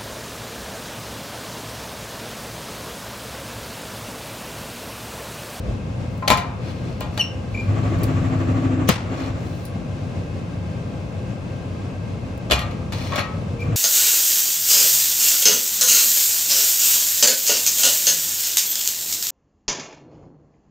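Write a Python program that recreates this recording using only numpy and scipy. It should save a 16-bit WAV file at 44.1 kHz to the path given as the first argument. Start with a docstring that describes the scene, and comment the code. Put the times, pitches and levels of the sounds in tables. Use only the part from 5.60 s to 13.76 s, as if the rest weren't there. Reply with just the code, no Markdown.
"""A flywheel press runs with a steady rumble and hum (coloured noise, beating sines); soon it bangs through
a long steel profile, and later again: contacts are noise bursts that set decaying sheet modes ringing.
The sheet slides (friction noise) and squeals on the die (harmonic stick-slip tones); hard edges snap.
Now and then the loaded drive drones and throbs (resonant noise modulated at shaft rate). A metal clack ends
the longest spell; a scrap pings and a faint whine passes. The gain ducks after loud bangs."""
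import sys
import numpy as np
from scipy import signal
from scipy.fft import rfft, irfft, next_fast_len
from scipy.io import wavfile
from scipy.ndimage import uniform_filter1d, map_coordinates

SR = 44100
rng = np.random.default_rng(int(sys.argv[2]) if len(sys.argv) > 2 else 0)


def materialize(psi):
    """Save the field psi as 16-bit PCM at rate SR to the path in sys.argv[1].

    A 1-D psi becomes a single channel; in a 2-D psi each row is a channel.
    """
    bounded = np.clip(np.atleast_2d(psi).T, -1, 1)
    quanta = np.round(bounded * 32767).astype(np.int16)
    wavfile.write(sys.argv[1], SR, quanta)


N = 359845

# modes of the steel profile: f/Hz, level/dB touched at place 0, at place 1, at place 2, t60/s
STEEL_MODES = [(548, -6, -10, 1, 0.13), (605, -6, 5, -6, .2), (703, -1.5, -5.5, -13, 0.67),
               (842, 4, 1, -6, 0.36), (950, -1, -7, -14, 0.55), (1037, 6.5, -6, -11, .43),
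               (1104, -18, -3, 2, .25), (1190, -10, -2.5, -10, 0.74), (1246, -26, -7, -5, 0.61),
               (1291, -16, -9, 0, .85), (1325, -4, -16, -16, .25), (1400, -10, -6, -22, .28),
               (1617, -11, -7, -6, .2), (1880, -9, 0, 4, 0.38), (2060, -8, -25, -12, .3),
               (2246, -14, -1, 3, 0.23), (2357, -3.5, -25, -9, 0.5), (2410, -2, -14, -14, .35),
               (2444, -10, 5.5, 1, 0.3), (2637, -30, -26, 7, .2), (2760, -14, 3, -14, 0.27),
               (2925, -10, 5, -5, .12), (3104, -5, 2, -3, .17), (3410, -21, 3, 0, .13),
               (3532, -4, 0, -11, .28), (3900, -3, -3, -16, 0.15), (4216, -8, 1, 1, 0.17),
               (4620, -3, -2, -5, .11), (7470, 6, 10.5, -10, 0.14)]
# spectrum of the press frame: f/Hz, relative level/dB
FRAME_SPECTRUM = [(25, -31), (65, -1.5), (130, 7), (300, -2), (520, -1.5), (750, -13), (1500, -40)]
# left-right correlation of the press sound: f/Hz, correlation [-1 to 1]
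PRESS_CORRELATION = [(60, 1), (150, 0.86), (380, 0.78), (950, 0.023), (2380, 0.23), (5980, 0.43),
                     (15000, -0.38)]
# left-right correlation of the steel sounds: f/Hz, correlation [-1 to 1]
STEEL_CORRELATION = [(100, 0.99), (500, 0.93), (1200, 0.044), (3000, 0.5), (10000, 0.29)]


def amp(db):
    """Decibels to amplitude ratio: 20 dB is a factor of ten."""
    return 10 ** (np.asarray(db) / 20)


def unit(x):
    """Normalisation to an rms of 1."""
    return x / np.sqrt(np.mean(x ** 2) + 1e-20)


def along(points, hz):
    """Interpolation of (f/Hz, value) points on a logarithmic frequency axis."""
    f, v = np.transpose(points)
    return np.interp(np.log(hz + 1), np.log(f + 1), v)


def curves(rows):
    """Linear interpolation in time: one value per sample for each column after t/s."""
    s, *cols = np.transpose(rows)
    return [np.interp(np.arange(N) / SR, s, c) for c in cols]


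def wobble(rate):
    """Band-limited random modulation: a smooth curve through `rate` random knots a second."""
    knots = rng.standard_normal(int(N * rate / SR) + 4)
    return map_coordinates(knots, [np.arange(N) * rate / SR])


def filtered(x, response):
    """Linear filtering: the spectrum of x times a complex response of frequency."""
    n = x.shape[-1]
    m = next_fast_len(n + SR // 8)  # zero padding against wrap-around
    return irfft(rfft(x, m) * response(np.fft.rfftfreq(m, 1 / SR)), m)[..., :n]


def shape(points):
    """Spectral envelope: the response through (f/Hz, level/dB) points."""
    return lambda hz: amp(along(points, hz))


def resonances(modes):
    """Sum of (f/Hz, width/Hz, level/dB) resonances, squared to steepen their skirts."""
    def response(f):
        return sum(amp(db) * np.abs(f * w / (c * c - f * f + 1j * f * w)) ** 2 for c, w, db in modes)
    return response


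def noise(response, alike, size=N):
    """Partial coherence: mid and side noises mix to coloured stereo of rms 1 with a set correlation."""
    turn = lambda hz: np.arccos(np.clip(along(alike, hz), -1, 1)) / 2
    weights = lambda hz: response(hz) * [np.cos(turn(hz)), np.sin(turn(hz))]
    mid, side = filtered(rng.standard_normal((2, size)), weights)
    return unit(np.array([mid + side, mid - side]))


def dying(x):
    """Frequency-dependent damping: each band of x decays at the pace of the steel and the room."""
    # dense overtones and room: f/Hz, t60/s
    decay_times = [(70, 0.45), (300, 0.074), (1000, 0.69), (3000, 0.38), (6000, 0.3), (14000, 0.15)]
    hz, t, z = signal.stft(x, SR, nperseg=256)
    z = z * amp(-60 * t / along(decay_times, hz)[:, None])
    return signal.istft(z, SR, nperseg=256)[1][:, :x.shape[1]]


def envelope(t, length, rise, t60):
    """Linear rise, hold until `length`, then exponential decay; t counts from the start."""
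    return np.clip(t / rise, 0, 1) * amp(-60 * np.maximum(t - length, 0) / t60)


def add(track, s, sound):
    """Superposition: mix a sound in at time s."""
    start = round(s * SR)
    track[:, start:start + sound.shape[1]] += sound[:, :N - start]


def mode_levels(place):
    """Modal participation: the level in dB of each sheet mode depends on the place of contact."""
    return np.array([np.interp(place, np.arange(len(dbs)), dbs) for hz, *dbs, t60 in STEEL_MODES])


def idling(level_db=-28.5, housing_db=-16, waver=0.41, shudder_swing_db=2):
    """Steady excitation: motor and flywheel make a rumble, housing resonances, hum lines and a shudder."""
    # the running press: f/Hz, relative spectral density/dB
    rumble_spectrum = [(20, -46), (43, -30), (64, -8), (102, -1.5), (249, -10), (373, -17), (575, -17.5),
                       (900, -27), (1400, -36), (2550, -36), (7000, -46), (16000, -67)]
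    # housing resonances: f/Hz, width/Hz, relative level/dB
    housing_modes = [(570, 214, -0.5), (1165, 500, -8.5), (1588, 39, -4), (2135, 89, -10),
                     (2604, 250, -9.5)]
    # hum lines: f/Hz, mean level/dB
    hum_lines = [(91.5, -37.5), (98.7, -39.5), (120, -38.5), (170, -41.5), (200, -47), (258.4, -50),
                 (511, -50), (807, -62), (827, -59.5), (1034, -59.5), (1120, -61.5), (1593, -73)]
    # the frame's deep shudder: t/s, mean level/dB
    shudder_levels = [(.08, -30.5), (.3, -44.5), (1.6, -39), (3.25, -42), (3.45, -44), (6.2, -47.5),
                      (8.16, -42)]
    t = np.arange(N) / SR
    rumble = noise(shape(rumble_spectrum), PRESS_CORRELATION) * amp(-1.0 + 1.32 * wobble(14))
    housing = noise(resonances(housing_modes), PRESS_CORRELATION) * amp(housing_db + 0.29 * wobble(11))
    hum = 0
    for hz, db in hum_lines:
        line = np.sqrt(2) * np.sin(2 * np.pi * hz * t + waver * wobble(6.5))
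        hum = hum + amp(db + 1.8 * wobble(7.1)) * line
    shudder_db, = curves(shudder_levels)
    shudder = noise(resonances([(54, 22, 0)]), PRESS_CORRELATION)
    shudder = shudder * amp(shudder_db + shudder_swing_db * wobble(4.3))
    return amp(level_db) * (rumble + housing) + hum + shudder


def sliding(grain_db=0.6, sing=0.66, pivot_hz=2500, place=1.5, burr_db=-3.5, burr_swing_db=1.2,
            catch_db=-10, catches_per_s=420, catch_s=.0012, t60=0.26):
    """Dry friction: each push hisses, stirs the sheet's modes and makes the cut edge rasp unevenly."""
    # pushes over the table: t/s, length/s, rise/s, level/dB, brightness/(dB per octave)
    pushes = [(.5, .1, .02, -71, 9), (.99, 0.12, .08, -42, -3), (1.12, 0.32, .08, -49.5, -2.5),
              (1.504, 0.13, .04, -50, 1.5), (1.9, 1.15, .03, -50, -0.5), (3.47, 0.21, .14, -39.5, -3),
              (3.74, .31, .15, -54.5, 3.5), (7.322, 0.16, .008, -36, -1.5), (7.48, .11, .07, -35.5, -3),
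              (7.984, 0.045, .02, -49, 2)]
    # friction hiss: f/Hz, relative spectral density/dB
    scrape_spectrum = [(400, -24), (900, -9), (1500, -16.5), (2600, -17.5), (5500, -17), (8000, -25.5),
                       (15000, -30.5)]
    # rasp of the cut edge: f/Hz, width/Hz, relative level/dB
    burr_modes = [(2070, 90, -3), (2440, 90, -4), (2900, 200, -6), (3540, 100, -2), (3970, 70, -1),
                  (4200, 140, 1), (4490, 110, -3), (5600, 350, -8)]
    stirred = [(row[0], 45, db) for row, db in zip(STEEL_MODES, mode_levels(place)) if row[0] < 5000]
    burr = unit(noise(resonances(burr_modes), STEEL_CORRELATION) * amp(burr_swing_db * wobble(90)))
    hiss = noise(shape(scrape_spectrum), STEEL_CORRELATION)
    singing = noise(resonances(stirred), STEEL_CORRELATION)
    rubbing = hiss + sing * singing + amp(burr_db) * burr
    # the sheet catches on the table at random moments, each catch decaying exponentially
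    catches = (rng.random(N) < catches_per_s / SR) * rng.exponential(size=N)
    catches = signal.lfilter([1], [1, -np.exp(-1 / (catch_s * SR))], catches)
    grain = amp(grain_db * wobble(180) + 0.5 * wobble(23))
    rubbing = unit(rubbing * (1 + amp(catch_db) * catches) * grain)
    out = np.zeros((2, N))
    for s, length, rise, db, bright_db in pushes:
        stretch = rubbing[:, round(s * SR):round((s + length + t60) * SR)]
        # the tilt stops an octave below the pivot
        stretch = filtered(stretch, lambda hz: amp(bright_db * np.log2(np.maximum(hz / pivot_hz, .5))))
        t = np.arange(stretch.shape[1]) / SR
        add(out, s, amp(db) * stretch * envelope(t, length, rise, t60))
    return out


def snaps(t60=0.0096, rise=0.0024, tail_db=-18):
    """Impulsive radiation: a hard steel edge snaps as a very short bright crack with a faint tail."""
    # snapping edges: t/s, level/dB
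    snap_levels = [(.577, -43), (.701, -14), (.772, -27), (1.405, -28), (1.575, -38), (2.387, -43),
                   (2.432, -23), (2.439, -26), (3.2877, -10), (4.051, -34), (6.776, -42), (6.988, -33),
                   (7.557, -29)]
    out, t = np.zeros((2, N)), np.arange(SR // 4) / SR
    spectrum = shape([(2000, -10), (7000, -6.5), (16000, 0.5)])
    bright = lambda: noise(spectrum, STEEL_CORRELATION, size=len(t))
    for s, db in snap_levels:
        crack = bright() * envelope(t, rise, rise, t60)
        tail = amp(tail_db) * np.minimum(t / rise, 1) * dying(bright())
        add(out, s, amp(db) * (crack + tail))
    return out


def blows(impact_t60=0.1, crack_t60=0.0031, crack_db=-4.0, attack=0.00044, spread=0.58,
          mode_width=0.031, uneven_db=5.5, body_db=-2.5, chatter_db=2.5, tint_db=9, hit_db=2, hit_t60=.014):
    """Modal excitation by impact: a crack and chattering crash, then the sheet's modes ring freely."""
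    # steel contacts: t/s, level/dB, hardness/dB (treble gained, body lost), ring of the modes/dB,
    # place along the sheet [0 = near its end, 1 = further in, 2 = furthest]
    contacts = [(.624, -52, -21, -4, 0), (.677, -18, 0.5, -7, 0.2), (.702, -16.3, -1.5, -6.5, 0.14),
                (.712, -24, -10, -13, 0.043), (.721, -26.5, -2, -11, 0), (.773, -28.5, 0.5, -7, 0.22),
                (1.408, -38, -3.5, -0.5, 0.62), (1.576, -28.5, -1.5, -13, 0.67), (2.435, -40, 8, -20, 0.4),
                (4.054, -54, 17.5, -20, 0.15), (6.899, -34, -5, -11, 1.2), (6.910, -17, 0.5, -13, 1),
                (6.918, -18.5, -3, -12, 1.22), (6.923, -21, 1, -14, 1.1), (6.957, -35, -3, -8, 1.4),
                (6.992, -30.5, 1, -12, 1.3), (7.016, -40, -1, -4, 1), (7.11, -46, -6, -12, 1.7),
                (7.3223, -32.5, -3, -18, 0.4), (7.521, -41, -13, -8, 1.7), (7.534, -38, -11, -7, 1.6),
                (7.558, -27, -2, -13, 1.2), (7.579, -31, -7, -15, 1.8), (7.585, -26.5, -6.5, -13, 2),
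                (7.591, -25.5, -2.5, -18, 2.4)]
    # sheet flexing: f/Hz, relative level/dB
    body_spectrum = [(120, -32), (300, -13), (500, -2.5), (700, -3), (1000, -6.5), (1500, -4.5),
                     (3000, -23), (8000, -56)]
    # steel on steel: f/Hz, relative level/dB
    clang_spectrum = [(500, -55), (1200, -12.5), (1900, 0.5), (2600, -2), (3300, -2), (4100, -2),
                      (5000, -6), (6500, -2), (12000, -54)]
    # sharp edges: f/Hz, relative level/dB
    edge_spectrum = [(1500, -44), (4000, 0), (5300, 6), (7500, -10.5), (10500, 4.5), (16000, -12)]
    edge_db, thud_db = -5.5, -1.5  # edges relative to the contact, frame relative to the body
    tail_db, tail_per_ring = -5, 0.3  # dense overtones follow the ring of the modes
    beat_hz, beat_depth = 12.95, 0.42  # a mode is a close pair: spacing scale, weaker partner's size
    detune_share = .004  # the clamping shifts the modes by about this share from blow to blow

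    out, t = np.zeros((2, N)), np.arange(SR * 3 // 4) / SR
    grid = np.linspace(0, SR / 2, SR // 8)
    bands = [FRAME_SPECTRUM, body_spectrum, clang_spectrum, edge_spectrum]
    sizes = [np.sqrt(np.mean(shape(band)(grid) ** 2)) for band in bands]
    mode_hz, *_, mode_t60 = np.transpose(STEEL_MODES)
    count = len(mode_hz)
    swing = amp(-60 * t / mode_t60[:, None]) * np.exp(2j * np.pi * mode_hz[:, None] * t)
    # countless weak overtones make the treble of the steel uneven
    comb_hz = np.geomspace(2000, 16000, 420)
    comb_db = uneven_db * rng.standard_normal(len(comb_hz)) * (comb_hz > comb_hz[0])
    comb = shape(np.column_stack([comb_hz, comb_db]))
    chatter = amp(chatter_db * wobble(350))
    for s, level_db, hard_db, modes_db, place in contacts:
        # a harder contact trades the sheet's body for its edges
        flex_db = level_db + body_db - hard_db
        band_db = [flex_db + thud_db, flex_db, level_db, level_db + hard_db + edge_db]

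        def colour(hz):
            parts = zip(band_db, bands, sizes)
            return np.sqrt(sum((amp(db) * shape(band)(hz) / size) ** 2 for db, band, size in parts))

        force = np.sqrt(np.mean(colour(grid) ** 2))
        # the place of contact sets the modes' strengths; damped by the tool, they also colour the crash
        mode_db = mode_levels(place)
        damped = resonances(list(zip(mode_hz, mode_width * mode_hz, mode_db)))
        tint = colour(grid) * (comb(grid) + amp(tint_db) * damped(grid))
        tinted = lambda hz: np.interp(hz, grid, tint)
        burst = lambda: force * noise(tinted, STEEL_CORRELATION, size=len(t))
        crack = noise(shape([(2000, -25), (12000, 14)]), STEEL_CORRELATION, size=len(t))
        crack = crack * amp(band_db[-1] + crack_db - 60 * t / crack_t60)
        rattle = amp(-60 * t / impact_t60) * np.roll(chatter, -round(s * SR))[:len(t)]
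        crash = burst() * np.hypot(rattle, amp(hit_db - 60 * t / hit_t60))
        tail = amp(tail_db + tail_per_ring * modes_db) * dying(burst())
        # each mode reaches the two channels with its own phase
        scatter_db = 2 * rng.standard_normal(count)
        phase = rng.uniform(0, 2 * np.pi, count) + spread * rng.standard_normal((2, count))
        detune, spacing, lag = rng.standard_normal((3, count, 1))
        shift = np.exp(2j * np.pi * detune_share * detune * mode_hz[:, None] * t)
        beating = 1 + beat_depth * np.exp(2j * np.pi * (beat_hz * spacing * t + lag))
        strength = colour(mode_hz) * amp(mode_db + modes_db + scatter_db - 11) * np.exp(1j * phase)
        ring = (strength @ (swing * shift * beating)).real
        add(out, s, (crack + crash + tail + ring) * (1 - np.exp(-t / attack)))
    return out


def jolts(frame_hz=66, t60=0.34, rise=0.011, thud_t60=0.1, thud_rise=0.00082):
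    """Damped oscillation of a heavy mass: the ram jolts the frame, which thuds and swings briefly."""
    # ram jolts: t/s, thud level/dB, swing level/dB
    strokes = [(.711, -20, -21.5), (3.291, -11, -37), (6.92, -17, -13.5)]
    out, t = np.zeros((2, N)), np.arange(SR // 2) / SR
    for s, thud_db, swing_db in strokes:
        thud = noise(shape(FRAME_SPECTRUM), STEEL_CORRELATION, size=len(t))
        thud = amp(thud_db) * envelope(t, 0, thud_rise, thud_t60) * thud
        swing = amp(swing_db - 60 * t / t60) * np.sin(2 * np.pi * frame_hz * t)
        add(out, s, thud + swing * (1 - np.exp(-t / rise)))
    return out


def squeals(wet_db=-10.5, ring_db=-18, rough=0.011, judder_db=1.8, swell_share=0.86):
    """Stick-slip: a short rough harmonic tone swells, breaks off and rings on in sheet and room."""
    # slips on the die: t/s, length/s, f/Hz, level/dB, hardness [0-1], glide [share of the pitch]
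    slips = [(1.592, 0.016, 2976, -14.5, 0.6, -.012), (1.606, 0.011, 2814, -9.5, 0.7, -.02),
             (1.615, 0.012, 2760, -23, .8, -.01), (1.943, 0.012, 2335, -31, 0.05, .025),
             (1.96, .008, 2316, -39, 0, 0), (1.97, 0.012, 2350, -32.5, 0, .035),
             (1.981, 0.032, 2393, -29.5, 0.03, 0), (7.515, 0.021, 1095, -28, 0, 0),
             (7.536, 0.026, 1100, -29, 0, 0), (7.99, 0.018, 2350, -39, 0.03, .02),
             (8.007, .026, 2380, -32.5, .03, .005)]
    # harmonic spectrum: multiple of the pitch, level/dB in a light slip, level/dB in a hard one
    overtones = [(1, 4.5, -0.5), (1.5, -60, -6), (2, -23.5, -6), (3, -18, -32), (4, -39, -21),
                 (5, -38, -40)]
    # sheet modes left ringing: f/Hz, relative level/dB, t60/s
    ringing_modes = [(2750, -16, 0.19), (2825, -28, 0.42), (2988, -35, .5), (4095, -7, .22),
                     (4230, -13, .14), (5539, -2, 0.27), (5700, -10, 0.3)]
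    out, t = np.zeros((1, N)), np.arange(SR // 2) / SR
    shake, judder = 1 + rough * wobble(450), amp(judder_db * wobble(300))
    for s, length, hz, db, hardness, glide in slips:
        u = np.linspace(0, 1, round(length * SR))
        start = round(s * SR)
        pitch = hz * (1 + glide * (u - .5)) * shake[start:][:len(u)]
        phase = 2 * np.pi * np.cumsum(pitch) / SR
        wave = sum(amp(light + hardness * (hard - light)) * np.sin(k * phase) for k, light, hard in overtones)
        swell = np.sin(np.pi / 2 * np.interp(u, [0, swell_share, 1], [0, 1, 0]))
        add(out, s, (amp(db) * swell * judder[start:][:len(u)] * wave)[None])
    room = dying(noise(np.ones_like, STEEL_CORRELATION, size=len(t)))
    ring = sum(amp(db - 60 * t / t60) * np.sin(2 * np.pi * hz * t) for hz, db, t60 in ringing_modes)
    tail = amp(wet_db) * room / np.linalg.norm(room[0]) + amp(ring_db) * ring / np.linalg.norm(ring)
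    delayed = np.pad(out, ((0, 0), (SR // 200, 0)))  # 5 ms
    return out + signal.fftconvolve(delayed, tail, axes=1)[:, :N]


def labouring(throb_db=3.0, surge_db=0.5, rasp_db=2.5, drone_hz=102.5, growl_hz=260, upper_hz=333):
    """Modulation at shaft rate: the loaded frame drones once a turn; growl and grind rub twice a turn."""
    # spells of load: t/s, length/s, rise/s, release t60/s, level/dB, initial drone re that level/dB
    loads = [(1.995, 1.261, 0.16, 0.29, -32.5, 14.5), (3.405, 0.22, 0.1, 1.46, -33.5, 2.5),
             (7.995, 0.14, 0.1, 0.34, -36, 16.5)]
    # drone resonances: f/Hz, width/Hz, relative level/dB
    drone_modes = [(108, 75, -3), (156, 10, -7.5)]
    # growl resonances: f/Hz, width/Hz, relative level/dB
    growl_modes = [(194, 53, -23), (278.6, 57, 0), (320.5, 18, -6.5)]
    # grinding: f/Hz, relative spectral density/dB
    grind_spectrum = [(220, -26), (380, -1), (630, 1), (950, -10.5), (1150, -4), (1360, -9.5), (2600, -15),
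                      (5000, -35), (7500, -26), (15000, -120)]
    shaft_hz, rub_at_s = 6.3, 3.055  # turns a second; a moment when the shaft rubs
    # as the load lasts the drone fades and the growl builds
    drone_db_per_s, growl_db_per_s, growl_db = -4, 6.5, 2
    t = np.arange(N) / SR
    angle = 2 * np.pi * shaft_hz * (t - rub_at_s)
    rub = np.cos(2 * angle)
    tone = lambda hz: np.sqrt(2) * np.sin(2 * np.pi * hz * t + 1.0 * wobble(12))
    resonant = lambda modes: noise(resonances(modes), PRESS_CORRELATION)
    drone = tone(drone_hz) + 0.84 * resonant(drone_modes)
    drone = unit(drone * amp(surge_db * np.cos(angle) + 0.92 * wobble(9.2)))
    growl = tone(growl_hz) + .4 * tone(upper_hz) + .8 * resonant(growl_modes)
    growl = unit(growl * amp(throb_db * rub))
    grind = noise(shape(grind_spectrum), PRESS_CORRELATION) + 0.29 * resonant([(1139, 41, 0)])
    grind = unit(grind * amp(rasp_db * rub))
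    out = np.zeros((2, N))
    for s, length, rise, t60, db, drone_db in loads:
        age = np.clip(t - s, 0, length + t60)
        mix = amp(drone_db + drone_db_per_s * age) * drone
        mix = mix + amp(growl_db + growl_db_per_s * age) * growl + grind
        out += amp(db) * envelope(t - s, length, rise, t60) * mix
    return out


def clack(at_s=3.289, crash_db=-14, hold=0.0055, t60=0.11, rise=0.00099, tail_db=-21, rub_db=-24,
          rub_s=0.021, rattle_db=2, knock_hz=190, knock_db=-11.5, knock_rise=.008, knock_t60=.035):
    """Broadband impact: heavy parts graze, slam with a dull knock and leave a dense rattling tail."""
    # the slam: f/Hz, relative spectral density/dB
    crash_spectrum = [(150, -17), (500, -0.5), (800, -7), (1100, -1), (1500, -10), (2000, -8.5),
                      (3500, -11), (5500, -18), (7500, -20), (15000, -46)]
    # the tail: f/Hz, relative spectral density/dB
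    tail_spectrum = [(250, -25), (500, -7), (1100, -1), (1500, -4), (2000, -2), (4200, -6), (7300, -11.5),
                     (10500, -18), (15000, -35)]
    # the graze just before: f/Hz, relative spectral density/dB
    rub_spectrum = [(1000, -11), (3200, 2), (4800, -10), (6100, 4), (7500, -14), (15000, -24)]
    out, t = np.zeros((2, N)), np.arange(SR // 2) / SR
    burst = lambda points: noise(shape(points), STEEL_CORRELATION, size=len(t))
    graze = burst(rub_spectrum) * envelope(t, rub_s, rub_s, t60) ** 2
    crash = burst(crash_spectrum) * envelope(t, hold, rise, t60)
    knock = envelope(t, knock_rise, knock_rise, knock_t60) * np.sin(2 * np.pi * knock_hz * t)
    rattle = amp(rattle_db * wobble(200)[:len(t)])
    tail = dying(burst(tail_spectrum)) * np.minimum(t / hold, 1) * rattle
    add(out, at_s - rub_s, amp(rub_db) * graze)
    add(out, at_s, amp(crash_db) * crash + amp(knock_db) * knock + amp(tail_db) * tail)
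    return out


def ping(at_s=4.049, rise=.002):
    """Free modal decay: a small scrap of steel drops and rings high and thin."""
    # modes of the scrap: f/Hz, level/dB, t60/s
    scrap_modes = [(9932, -45, .2), (10760, -57, .09), (14950, -50, .08)]
    out, t = np.zeros((2, N)), np.arange(SR // 3) / SR
    for hz, db, t60 in scrap_modes:
        add(out, at_s, (amp(db) * envelope(t, 0, rise, t60) * np.sin(2 * np.pi * hz * t))[None])
    return out


def whine(waver=.15, swing_db=1.2):
    """Narrow-band tone: slight phase and level modulation of a sine gives a faint, brief whine."""
    # t/s, length/s, rise/s, release t60/s, f/Hz, mean level/dB
    s, length, rise, t60, hz, db = (7.895, .225, .05, .12, 468.3, -38.5)
    t = np.arange(N) / SR
    tone = np.sqrt(2) * np.sin(2 * np.pi * hz * t + waver * wobble(15))
    return amp(db + swing_db * wobble(20)) * envelope(t - s, length, rise, t60) * tone


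def scene(lead_ms=0.025):
    """Interaural cues: the steel lies a little left, so it arrives there earlier and louder."""
    # level difference of the steel: f/Hz, left minus right/dB
    steel_balance = [(200, 12.5), (600, 2.5), (1500, 1.5), (4000, 0.5)]
    sides = np.array([[.5], [-.5]])
    steel = sliding() + snaps() + blows() + squeals() + clack() + ping()

    def placement(hz):
        lead = np.exp(2j * np.pi * hz * lead_ms / 1000 * sides)
        return amp(along(steel_balance, hz) * sides) * lead

    return idling() + filtered(steel, placement) + jolts() + labouring() + whine()


def record(dry, threshold_db=-17, squeeze=0.15, attack_s=0.045, recover_db_per_s=4, ceiling_db=3.0,
           top_hz=16200):
    """Compression and band limiting: gain ducks after loud bangs, peaks round off, the top is cut."""
    # channel sensitivity: f/Hz, left minus right/dB
    channel_balance = [(60, -0.5), (150, 3), (380, 2.0), (950, 2), (2380, 1.5), (5980, 1.5), (15000, -1.5)]
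    x = filtered(dry, lambda hz: amp(along(channel_balance, hz) * np.array([[.5], [-.5]])))
    power = uniform_filter1d(np.mean(x ** 2, axis=0), size=441)  # over 10 ms
    level_db = 10 * np.log10(np.abs(power) + 1e-12)
    # a running maximum holds each duck while it recovers at a steady rate
    recovery = recover_db_per_s * np.arange(N) / SR
    excess_db = squeeze * np.maximum(level_db - threshold_db, 0)
    duck_db = np.maximum.accumulate(excess_db + recovery) - recovery
    pole = np.exp(-1 / (attack_s * SR))
    x = x * amp(-signal.lfilter([1 - pole], [1, -pole], duck_db))
    x = x / (1 + np.abs(x / amp(ceiling_db)) ** 10) ** (1 / 10)
    return filtered(x, lambda hz: 1 / np.sqrt(1 + (hz / top_hz) ** 120))


dry = scene()
out = record(dry)
materialize(out)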